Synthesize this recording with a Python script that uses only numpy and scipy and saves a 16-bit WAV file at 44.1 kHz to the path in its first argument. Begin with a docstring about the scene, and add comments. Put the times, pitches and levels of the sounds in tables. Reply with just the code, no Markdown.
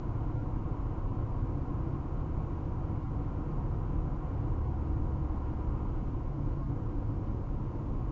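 """Inside a car on the highway

Coarse asphalt shakes the body and rings the air in the tyres. The tread roars near 1 kHz, and each
wheel turn adds a low throb. The engine drones, then sinks in pitch as the driver eases off. Air rushes
along the glass. Near the end, smoother asphalt softens the roar. A small windscreen camera hears it all."""
import sys
import numpy as np
from scipy import signal
from scipy.fft import rfft, irfft
from scipy.io import wavfile

SR = 44100
rng = np.random.default_rng(int(sys.argv[2]) if len(sys.argv) > 2 else 0)


def transcribe(signal):
    """Save signal, clipped to [-1, 1], as a 16-bit WAV file at the path in sys.argv[1]."""
    frames = np.atleast_2d(signal).T
    limited = np.clip(frames, -1, 1)
    pcm = np.round(limited * 32767).astype(np.int16)
    wavfile.write(sys.argv[1], SR, pcm)


N = 357651
TIME = np.arange(N) / SR
FREQ = np.maximum(np.arange(N // 2 + 1) * SR / N, 1)
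EASE_S = 3.72  # the driver eases off the pedal


def undb(db):
    """Turn decibels (dB) into a number to multiply a sound by."""
    return 10 ** (np.asarray(db) / 20)


def level(x, db):
    """Scale a sound to an average (rms) level in dB."""
    return x * undb(db) / np.sqrt(np.mean(x ** 2))


def walk(rate):
    """A smooth random wobble, about 1 in size, that changes about `rate` times a second."""
    return level(irfft(rfft(rng.standard_normal(N)) / (1 + (FREQ / rate) ** 4), N), 0)


def step(at_s, fade_s):
    """A soft change from 0 to 1 around a moment."""
    return .5 + .5 * np.tanh((TIME - at_s) / fade_s)


def bump(at_s, half_s):
    """A rounded rise from 0 to 1 and back around a moment."""
    return np.exp(-((TIME - at_s) / half_s) ** 2)


def turns(hz):
    """Add up turns per second into an angle in radians, from a random start."""
    return 2 * np.pi * (np.cumsum(hz) / SR + rng.random())


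def shaped_noise(points):
    """Noise whose strength from bass to treble follows a line through (Hz, dB) points."""
    hz, db = np.transpose(points)
    gain = undb(np.interp(np.log(FREQ), np.log(hz), db))
    return irfft(rfft(rng.standard_normal(N)) * gain, N)


def ring(modes):
    """Resonances (pitches at which a thing likes to ring), each shaken by its own random force."""
    spectrum = 0
    for hz, width, db in modes:
        band = 1 / (1 + 1j * hz / width * (FREQ / hz - hz / FREQ))
        # filtering twice keeps the sound close to its pitch
        spectrum += undb(db) * band ** 2 * rfft(rng.standard_normal(N))
    return irfft(spectrum, N)


def wind(road_db, follow=0.43, flutter_db=0.56):
    """Swirling air rushes over the windscreen; its level partly follows the road's roar."""
    # The tone of the rush. Each row: frequency in Hz, relative level in dB.
    rush_shape = [(500, 1.5), (1600, 1.5), (2200, -3), (2500, -3.5), (2980, -4), (3400, -13), (4500, -19.5),
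                  (7000, -29)]
    rush = level(shaped_noise(rush_shape), -66)
    return rush * undb(follow * (road_db - road_db.mean()) + flutter_db * walk(5.7))


def tread_whine(road_db, waver_db=4.5):
    """The tyres' tread pattern sings in short, unsteady swells, fainter on smooth asphalt."""
    # The tread's tones. Each row: pitch in Hz, pitch wander in Hz, level on coarse asphalt in dB.
    whines = [(979, 16, -66), (1070, 18, -64)]
    out = 0
    for hz, wander_hz, db in whines:
        tone = np.sin(turns(hz + wander_hz * walk(9)))
        out += level(tone * undb(waver_db * walk(5)), db)
    return out * undb(road_db)


def tread_roar(wheel_angle, road_db, throb=0.051):
    """Tread blocks slap the road and shake the panels, a little harder once each wheel turn."""
    # The roar through doors and floor. Each row: frequency in Hz, relative level in dB.
    roar_shape = [(300, -20), (600, -5), (850, -2), (980, 2.5), (1080, -2.5), (1150, -6), (1260, -6),
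                  (1420, -11.5), (1600, -16.5), (1780, -31), (2400, -36), (4000, -59.5)]
    # Ringing windows and panels. Each row: pitch in Hz, filter width in Hz, relative level in dB.
    panel_modes = [(657, 69, -10.5), (743, 62, -0.5), (972, 83, -7), (1075, 55, -4.5), (1220, 55, -9.5),
                   (1393, 47, -11.5), (1875, 100, -23), (2073, 60, -23), (2202, 97, -24), (2362, 41, -23)]
    roar = level(shaped_noise(roar_shape), -52) + level(ring(panel_modes), -56)
    return roar * undb(road_db + 0.31 * walk(4.0)) * (1 + throb * np.sin(wheel_angle))


def wheel_rate(top_hz=15.85, gain_hz_per_s=0.04998, loss_hz_per_s=.1):
    """Wheel turns per second: creeping up until the driver eases off, then slowly falling."""
    before_s = np.maximum(EASE_S - TIME, 0)
    after_s = np.maximum(TIME - EASE_S, 0)
    return top_hz - gain_hz_per_s * before_s - loss_hz_per_s * after_s


def wheel_hum(wheel_angle, waver_db=1.6, slip_radians=.5):
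    """Tyres that are not quite round hum; now and then one of the hums swells for a moment."""
    # The hums. Each row: multiple of the wheel rate, level in dB before any swell.
    hums = [(1, -51.5), (2, -45), (3, -49), (4, -49), (5, -52), (6, -50), (7, -48), (9, -49.5), (18, -61.5)]
    # Now and then one hum swells for a moment. Each row: peak time in seconds, half length in seconds, multiple
    # of the wheel rate, rise in dB.
    swells = [(.25, 0.25, 9, 9), (0.353, 0.34, 7, 8.5), (1.196, 0.26, 6, 11), (1.25, .25, 7, 6),
              (1.693, 0.27, 18, 14), (1.8, 0.18, 7, 7), (1.9, 0.49, 9, 6.5), (3.354, 0.13, 18, 12.5),
              (3.302, .55, 7, 6.5), (3.6, 0.41, 9, 7.5), (4.495, 0.35, 7, 7), (5.0, 0.15, 6, 9.5),
              (5.96, 0.23, 2, 8.5), (6.607, 0.32, 18, 13.5), (6.6, 0.25, 9, 9.5), (7.0, 0.45, 7, 7.5),
              (7.2, 0.27, 6, 5.5), (7.84, 0.28, 9, 5.5)]
    out = 0
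    for multiple, db in hums:
        phase = multiple * wheel_angle + 2 * np.pi * rng.random() + slip_radians * walk(1.5)
        hum = level(np.sin(phase) * undb(waver_db * walk(1.2)), db)
        swell_db = sum(rise * bump(s, half_s) for s, half_s, which, rise in swells if which == multiple)
        out += hum * undb(swell_db)
    return out


def engine(firing_hz=78.6, coast_hz=65.5, settle_s=2.05, roughness=0.071):
    """The firing engine drones; it and its octave each swell as they sink through a cabin resonance."""
    effort = np.exp(-np.maximum(TIME - EASE_S, 0) / settle_s)  # 1 until the pedal eases, then fading
    hz = coast_hz + (firing_hz - coast_hz) * effort
    angle = turns(hz)
    load = effort * step(at_s=0.99, fade_s=.2)  # the driver presses the pedal
    boom_hz, boom_width_hz = 72.3, 5.2  # the cabin's low resonance
    boom = 1 / (1 + (2 * (hz - boom_hz) / boom_width_hz) ** 4)
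    drone_db = -44 - 8 * (1 - load) + 12.3 * boom
    drone = undb(drone_db) * np.sin(angle)
    upper_hz, upper_width_hz = 154, 14  # a higher one, rung by the octave (twice the pitch)
    upper_boom = undb(-45) / np.hypot(1, 2 * (2 * hz - upper_hz) / upper_width_hz)
    octave = upper_boom * step(at_s=2.1, fade_s=1.2) * np.sin(2 * angle)
    return (drone + octave) * np.sqrt(2) * (1 + roughness * walk(6.3))


def road_rumble():
    """Coarse asphalt shakes the car's body and rings the air inside the tyres."""
    # The body's shake in the cabin. Each row: frequency in Hz, relative level in dB.
    body_shape = [(8, -14.5), (18, -3), (45, 1.5), (55, -5), (85, -6.5), (125, -4), (150, -10),
                  (172, -11.5), (230, -13.5), (330, -19), (420, -22), (600, -29), (1000, -44.5),
                  (2000, -68)]
    # Ringing tyre air and wheels. Each row: pitch in Hz, filter width in Hz, relative level in dB.
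    tyre_modes = [(282.5, 54, -0.2), (323, 54, 0.5), (486.5, 60, -8), (554, 49, -14)]
    body = shaped_noise(body_shape) * undb(0.65 * walk(5.0))
    tyres = ring(tyre_modes) * undb(0.47 * walk(3.4))
    return level(body, -35.17) + level(tyres, -45.5)


def scene():
    """All the sounds meet at the windscreen, in one channel."""
    road_db = -2.5 * step(at_s=6.15, fade_s=.2)  # the roar drops on smoother asphalt
    wheel_angle = turns(wheel_rate())
    lows = wheel_hum(wheel_angle) + engine() + road_rumble()
    highs = tread_roar(wheel_angle, road_db) + tread_whine(road_db) + wind(road_db)
    return (lows + highs)[None]


def hollow_moments(sound, spacing_hz=125, half_width_hz=21, top_hz=4500, dip_db=-19, half_s=.034):
    """Now and then the roar briefly thins to unevenly spaced ringing tones, and one band of it dips."""
    # The hollow moments. Each row: time in seconds, frequency in Hz above which the roar thins,
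    # low and high edges of the dipping band in Hz.
    moments = [(.385, 980, 1000, 1340), (1.089, 1200, 1900, 2120), (3.073, 340, 360, 620),
               (4.673, 1170, 1310, 1430), (6.657, 300, 470, 610)]
    out = sound
    for at_s, thin_hz, low_hz, high_hz in moments:
        centres = thin_hz + np.cumsum(spacing_hz * rng.uniform(.3, 1.7, size=40))
        thinned = (FREQ > thin_hz) & (FREQ < min(centres[-1], top_hz))
        on_tone = np.any([np.abs(FREQ - hz) < half_width_hz for hz in centres], axis=0)
        comb = np.where(on_tone, 1, undb(dip_db))
        comb /= np.sqrt(np.mean(comb[thinned] ** 2))  # thinner, but about as loud
        gain = np.where(thinned, comb, 1)
        gain[(FREQ > low_hz) & (FREQ < high_hz)] = undb(dip_db)
        hollow = irfft(rfft(sound) * gain, N)
        blend = np.exp(-((TIME - at_s) / half_s) ** 4)
        out = out + blend * (hollow - sound)
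    return out


def record(dry, top_hz=7340):
    """The camera adds hiss and cuts the treble; at moments the sound turns hollow."""
    # Microphone hiss. Each row: frequency in Hz, relative level in dB.
    hiss_shape = [(500, -1), (3500, 0), (5000, -1), (7400, -4.5)]
    hiss = level(shaped_noise(hiss_shape), -75)
    sound = hollow_moments(dry[0] + hiss)
    treble_cut = signal.ellip(12, .2, 80, top_hz, fs=SR, output="sos")
    return signal.sosfilt(treble_cut, sound)[None]


dry = scene()
out = record(dry)
transcribe(out)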